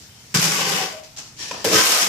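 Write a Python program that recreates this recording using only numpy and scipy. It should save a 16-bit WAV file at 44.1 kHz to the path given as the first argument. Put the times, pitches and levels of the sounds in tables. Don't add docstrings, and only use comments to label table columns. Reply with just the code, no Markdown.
import sys
import numpy as np
from scipy import signal
from scipy.fft import rfft, irfft, next_fast_len
from scipy.io import wavfile
from scipy.ndimage import uniform_filter1d

SR = 44100
rng = np.random.default_rng(int(sys.argv[2]) if len(sys.argv) > 2 else 0)


def dump(signal):
    limited = np.clip(np.atleast_2d(signal).T, -1, 1)
    pcm = np.round(limited * 32767).astype(np.int16)
    wavfile.write(sys.argv[1], SR, pcm)


def volts_from_db(level):
    exponent = np.asarray(level, float) / 20
    return 10 ** exponent


N = 91904
PATCH_DB = 1


def rms_one(x):
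    return x / np.sqrt(np.mean(x ** 2) + 1e-20)


def stroke(rows):
    s, *columns = np.transpose(rows)
    t = np.arange(N) / SR
    inside = uniform_filter1d(((t >= s[0]) & (t <= s[-1])) * 1.0, size=60)
    return [inside * volts_from_db(np.interp(t, s, c)) for c in columns]


def at_hz(points, hz):
    table_hz, value = np.array(points)[:, :2].T
    return np.interp(np.log(hz), np.log(table_hz), value)


def drift(rate):
    hop = 40
    r = np.exp(-2 * np.pi * rate * hop / SR)
    white = rng.standard_normal(N // hop + 2002)
    slow = signal.lfilter([1], [1, -2 * r, r * r], white)[2000:]
    return np.interp(np.arange(N) / hop, np.arange(len(slow)), rms_one(slow))


# frequency in Hz, likeness from 0 to 1.
LIKENESS = [(40, 0.54), (110, 1), (220, 0.79), (450, 0.9), (900, 0.57), (1800, 0.11), (4000, 0.0052)]


def spread(pair, hz):
    alike = np.clip(at_hz(LIKENESS, hz), 0, 1)
    return np.sqrt(1 + alike) * pair[0] + np.sqrt(1 - alike) * pair[1] * [[1], [-1]]


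def colour(drive, spectrum, patch_db):
    out, power = 0, 0
    edges = 30 * 2 ** np.arange(0, 9.6, .5)
    for k, (low, high) in enumerate(zip(edges, np.minimum(edges[1:], 19000))):
        hz = np.sqrt(low * high)
        band_pass = signal.butter(2, [low, high], "band", fs=SR, output="sos")
        band = signal.sosfilt(band_pass, drive[k % 2] + 1e-18)
        level_db = at_hz(spectrum, hz)
        out = out + volts_from_db(level_db + patch_db * drift(5.6)) * spread(band, hz)
        power += volts_from_db(level_db) ** 2 * (high - low) / SR * 2 * (hz < 15000)
    return out / np.sqrt(power)


def ring(drive, hz, r):
    tone = signal.lfilter([1, 0, -1], [1, -2 * r * np.cos(2 * np.pi * hz / SR), r * r], drive + 1e-18)
    return np.sqrt((1 - r * r) / 2) * tone


def resonate(drive, peaks):
    wander_db = 2.0
    out = 0
    for k, (hz, width, db) in enumerate(peaks):
        push = drive[k % 2] * volts_from_db(wander_db * drift(11.0))
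        out = out + volts_from_db(db) * spread(ring(push, hz, np.exp(-np.pi * width / SR)), hz)
    return out


# start in seconds, boost in dB, decay time T60 in seconds.
LUMPS = [(.3433, -0.5, 0.015), (0.372, 11, 0.021), (0.396, 5.5, 0.046), (0.4259, 11, 0.05), (.442, 3, .05),
         (0.453, 4.5, .05), (0.5177, 4.5, 0.043), (0.589, 4.5, 0.064), (0.7196, 6, 0.053), (1.51, 9, 0.088),
         (1.647, 6.5, 0.069), (1.7381, 1, 0.053), (1.786, 2.5, 0.024), (1.8566, 1, 0.051), (1.81, 4, 0.036),
         (1.89, 3, .05), (1.92, 5.5, .06), (1.944, 3, 0.049), (1.965, 1, 0.033)]


def grains():
    grains_per_s, grain_spread_db, clump_db = 14000, 0.5, 1
    t = np.arange(N) / SR
    born = rng.random(N) < grains_per_s / SR
    clumps = clump_db * (drift(15) + drift(150))
    size = volts_from_db(grain_spread_db * np.minimum(rng.exponential(1, N), 5) + clumps)
    jolt_db = 0
    for s, db, t60 in LUMPS:
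        jolt_db = jolt_db + db * (t >= s) * volts_from_db(-60 * np.maximum(t - s, 0) / t60)
    return rms_one(born * size) * volts_from_db(jolt_db) * rng.standard_normal((2, 2, N))


# frequency in Hz, density in dB per Hz.
AIR = [(18, -37), (30, -2.5), (102, 0.5), (467, -16.5), (5890, -19), (14000, -24), (15500, -55)]


def air():
    return volts_from_db(-49) * colour(rng.standard_normal((2, 2, N)), AIR, patch_db=1.5)


# time in seconds, grit level in dB.
SHUFFLES = [
    [(0, -46.5), (.08, -58.5), (.34, -53.5)],
    [(1.03, -56), (1.045, -43.5), (1.055, -47), (1.08, -56)],
    [(1.164, -40.5), (1.19, -36.5), (1.23, -47.5), (1.28, -48), (1.35, -62)],
    [(1.365, -54), (1.385, -48), (1.393, -38.5), (1.43, -35), (1.5, -39.5), (1.59, -43.5), (1.64, -42)],
]
# frequency in Hz, density in dB per Hz.
SHUFFLE_GRIT = [(71, -53), (120, -6), (1530, -9.5), (1830, -5), (2700, -5.5), (5610, -0.5), (13400, -21.5),
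                (14300, -29), (15500, -89)]
# frequency in Hz, width in Hz, level in dB.
SHUFFLE_BLADE = [(1815, 140, -7), (3200, 200, -21), (5480, 270, -11)]


def shuffles():
    grit = grains()
    level = sum(stroke(rows)[0] for rows in SHUFFLES)
    blade = resonate(grit * stroke(SHUFFLES[-1])[0], SHUFFLE_BLADE)
    return colour(grit * level, SHUFFLE_GRIT, PATCH_DB) + blade


# time in seconds, level in dB.
SQUEAL = [
    (.07, -75),
    (.1, -62.5),
    (.14, -64),
    (.2, -64.5),
    (.23, -72),
]
# frequency in Hz, width in Hz, level in dB.
SQUEAL_RING = [(3000, 70, -3), (3130, 45, 0)]


def squeal():
    return resonate(grains() * stroke(SQUEAL)[0], SQUEAL_RING)


def heavy(rows, grit, tray, low, tray_db, sway_db):
    level, pressure, sway = stroke(rows)
    drive = grains() * level
    ringing = volts_from_db(tray_db) * resonate(drive * pressure, tray)
    swaying = volts_from_db(sway_db) * resonate(drive * sway, low)
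    return colour(drive, grit, PATCH_DB) + ringing + swaying


# time in seconds, grit level in dB, pressure on the tray in dB, floor sway in dB.
PULL = [
    (.341, -28, 2, -5.5),
    (.349, -16.5, -2, -11),
    (.385, -27.5, -7, -9.5),
    (.43, -23, -8, -8.5),
    (.62, -27, 3, -10),
    (.74, -25.5, 2.5, -9.5),
    (.84, -31, 5.5, -18),
    (.9, -40.5, 0.5, -18),
    (1.0, -49, 2, -11),
]
# frequency in Hz, density in dB per Hz.
PULL_GRIT = [(71, -37), (120, -32), (170, -8.5), (250, -8.5), (390, -8), (1240, -8), (5610, -5),
             (14000, -14), (15500, -26)]
# frequency in Hz, width in Hz, level in dB.
PULL_TRAY = [(420, 104, -2.5), (527, 77, -4), (783, 39, -5), (986, 120, -3.5), (1125, 24, -6.5),
             (1520, 90, -3.5), (1930, 530, 0), (3000, 130, -2.5)]
# frequency in Hz, width in Hz, level in dB.
FLOOR_MODES = [(163, 11, -0.5), (185.9, 5, -4), (202, 18, -7)]


def pull():
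    return heavy(PULL, PULL_GRIT, PULL_TRAY, FLOOR_MODES, tray_db=-11.5, sway_db=-5)


KNOCKS = [(0.341, -17, 0.0032, -1), (0.353, 0, 0.0052, 0), (.385, -6, 0.0041, -0.5),
          (0.666, -17.5, 0.0089, 3), (0.712, -20, 0.0065, 3), (0.729, -24, 0.014, 3),
          (.75, -23.5, 0.0068, 3), (0.806, -30, 0.0089, 3), (1.511, -21, 0.00099, 2),
          (1.513, -20.5, 0.0014, 2), (1.541, -27, 0.0018, 2), (1.6446, -14, 0.0023, 1.5),
          (1.66, -24, 0.004, 1), (1.68, -30, 0.011, 1), (1.705, -27, .01, 3), (1.736, -22, 0.0054, 0),
          (1.752, -15, 0.0034, 1), (1.768, -30, .004, -3.5), (1.744, -22, 0.013, 0.5)]
# frequency in Hz, level in dB, decay time T60 in seconds.
OBJECTS = [
    [(133, -18, 0.1), (163.6, -1, 0.05), (201, -23, 0.017), (452.5, -19, 0.13), (1595, -15, 0.048)],
    [(450, 3, 0.16), (502, 6, 0.1), (1160, 0, 0.04), (1550, -3, 0.093), (3200, -7, .04), (5400, -8, 0.074)],
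    [(530, -6.5, 0.027), (607, 7, 0.014), (987, -0.5, 0.039), (1730, -1, 0.028), (2470, 1.5, 0.016),
     (3210, 0.5, 0.021), (4550, -6, 0.01), (5900, -11, 0.01), (260, -8, .06), (780, -1, 0.031),
     (1320, -4, 0.012), (3720, -10, .012)],
    [(177, 2, 0.1), (398, -0.5, 0.11)],
]


def knocks():
    out = np.zeros(N)
    luck = rng.normal(0, 1.5, (len(KNOCKS), 12))
    for row, (s, db, rise, thing) in zip(luck, KNOCKS):
        i = int(s * SR)
        t = np.arange(min(N - i, SR // 2)) / SR
        struck = 0
        for g, (hz, mode_db, t60) in zip(row, OBJECTS[int(round(thing))]):
            struck = struck + volts_from_db(db + mode_db - 4 + g - 60 * t / t60) * np.sin(2 * np.pi * hz * t)
        out[i:i + len(t)] += struck * np.sin(np.pi / 2 * np.minimum(t / rise, 1)) ** 2
    return out


def pebbles():
    pebbles_per_s, ring_cycles, pitches = 540, 70, 28
    born = rng.random(N) < pebbles_per_s / SR
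    size = volts_from_db(4 * np.minimum(rng.exponential(1, N), 3))
    hits = rms_one(born * size * rng.standard_normal((2, N)))
    hits = hits * (stroke(PULL)[0] + stroke(PUSH)[0])
    dealt = rng.integers(0, pitches, N)
    out = 0
    for k, hz in enumerate(np.geomspace(1200, 12000, pitches)):
        out = out + ring(hits * (dealt == k), hz, volts_from_db(-60 * hz / ring_cycles / SR))
    return volts_from_db(-8) * out


# time in seconds, upper ring in dB, lower ring in dB.
LIFT = [
    (.74, -51, -63),
    (.795, -35, -46),
    (.825, -45, -35),
    (.855, -40, -56),
    (.93, -58, -50),
    (1.0, -62, -52),
    (1.06, -74, -55),
    (1.1, -85, -68),
]
# frequency in Hz, width in Hz, level in dB.
LIFT_UPPER = [(748, 15, 3.5), (1010, 25, -10)]
LIFT_LOWER = [(627, 24, 0)]


def lift():
    grit = grains()
    upper, lower = stroke(LIFT)
    return resonate(grit * upper, LIFT_UPPER) + resonate(grit * lower, LIFT_LOWER)


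# time in seconds, level in dB.
SETTLE = [
    (1.512, -39),
    (1.545, -40.5),
    (1.59, -43),
    (1.64, -48),
]
# frequency in Hz, density in dB per Hz.
SETTLE_GRIT = [(100, -13), (200, 0.5), (500, -2.5), (1100, -3), (1600, -14), (15000, -32)]


def settle():
    return colour(grains() * stroke(SETTLE)[0], SETTLE_GRIT, PATCH_DB)


# time in seconds, grit level in dB, pressure on the tray in dB, wall sway in dB.
PUSH = [
    (1.643, -23.5, -14, 8),
    (1.67, -27.5, -5, 5.5),
    (1.715, -25.5, 2, 6.5),
    (1.75, -18, 5.5, 6),
    (1.79, -19.5, 3, -6),
    (1.85, -20, -4.5, -20),
    (1.96, -19.5, -4, -18.5),
    (2.03, -20.5, -6.5, -16),
    (2.084, -27, -5, -6),
]
# frequency in Hz, density in dB per Hz.
PUSH_GRIT = [(71, -52), (120, -23.5), (441, -7.5), (541, -10), (733, 0), (796, -6.5), (5380, -4.5),
             (14000, -11), (15500, -30)]
# frequency in Hz, width in Hz, level in dB.
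PUSH_TRAY = [(608, 29, -7.5), (998, 114, 3.5), (1242, 40, -1.5), (1550, 73, -0.5), (2090, 320, -2.5),
             (3080, 90, -0.5), (5270, 310, -0.5), (6270, 770, -10.5)]
# frequency in Hz, width in Hz, level in dB.
WALL_MODES = [(99, 22, -10.5), (191, 42, -5.5), (338, 33, -3.5), (442, 29, 0), (502, 39, -2.5)]


def push():
    return heavy(PUSH, PUSH_GRIT, PUSH_TRAY, WALL_MODES, tray_db=-15.0, sway_db=-12)


def room(x):
    t60_s, wall_cut_hz = 0.43, 5300
    size = next_fast_len(N + SR)
    w = 2 * np.pi * np.arange(size // 2 + 1) / size
    dull = np.exp(-2 * np.pi * wall_cut_hz / SR)
    wall = (1 - dull) / (1 - dull * np.exp(-1j * w))
    out = []
    for side, lags in zip(x, rng.uniform(.015, .045, (2, 10)) * SR):
        response = 0
        for k, d in enumerate(lags):
            loop = volts_from_db(-60 * d / SR / t60_s) * wall * np.exp(-1j * w * int(d))
            response = response + (-1) ** k * loop / (1 - loop)
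        out.append(irfft(rfft(side, size) * response, size)[:N])
    return np.array(out)


def duck(near):
    from_db, ratio, time_s = -23.5, 2, 0.52
    r = np.exp(-1 / (time_s * SR))
    power = signal.lfilter([1 - r], [1, -r], np.mean(near ** 2, axis=0))
    level_db = 10 * np.log10(power + 1e-12)
    return volts_from_db(-ratio * np.maximum(level_db - from_db, 0))


def high_pass(x, order, hz):
    return signal.sosfilt(signal.butter(order, hz, "high", fs=SR, output="sos"), x)


def scene():
    sides = np.array([[.5], [-.5]])
    near = volts_from_db(0.9 * sides) * (pull() + lift() + squeal()) + push()
    near = near + settle() + volts_from_db(0.3 * sides) * shuffles() + knocks() + pebbles()
    near = high_pass(near, 4, 98)
    left, right = room(high_pass(near, 1, 224))
    middle = (left + right) / 2
    side = high_pass(left - right, 2, 546) / 2
    tail = volts_from_db(-11.5) * (middle + side * [[1], [-1]])
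    return near + tail + duck(near) * air()


def top_cut(x):
    return signal.sosfilt(signal.butter(12, 15850, fs=SR, output="sos"), x)


# frequency in Hz, gain in dB.
CAPSULE = [(40, -9.5), (130, -1.5), (4200, -2), (5600, 3.5), (7600, -0.5), (10000, -7), (13000, -2),
           (14600, -5.5)]
# frequency in Hz, left minus right in dB.
PORTS = [(100, -0.5), (640, 0), (1410, 0.5), (2500, 6.5), (5000, 6.5), (8000, -8), (10000, -10.5),
         (14000, -1)]


def record(dry):
    ceiling, cutoff_hz = 0.66, 14700
    size = next_fast_len(N + 4096)
    hz = np.maximum(np.arange(size // 2 + 1) * SR / size, 1)
    response = volts_from_db(at_hz(CAPSULE, hz) + at_hz(PORTS, hz) / 2 * [[1], [-1]]) * (hz < cutoff_hz)
    overloaded = ceiling * np.tanh(dry / ceiling)
    mix = irfft(rfft(overloaded, size) * response, size)[:, :N]
    return top_cut(mix)


dry = scene()
out = record(dry)
dump(out)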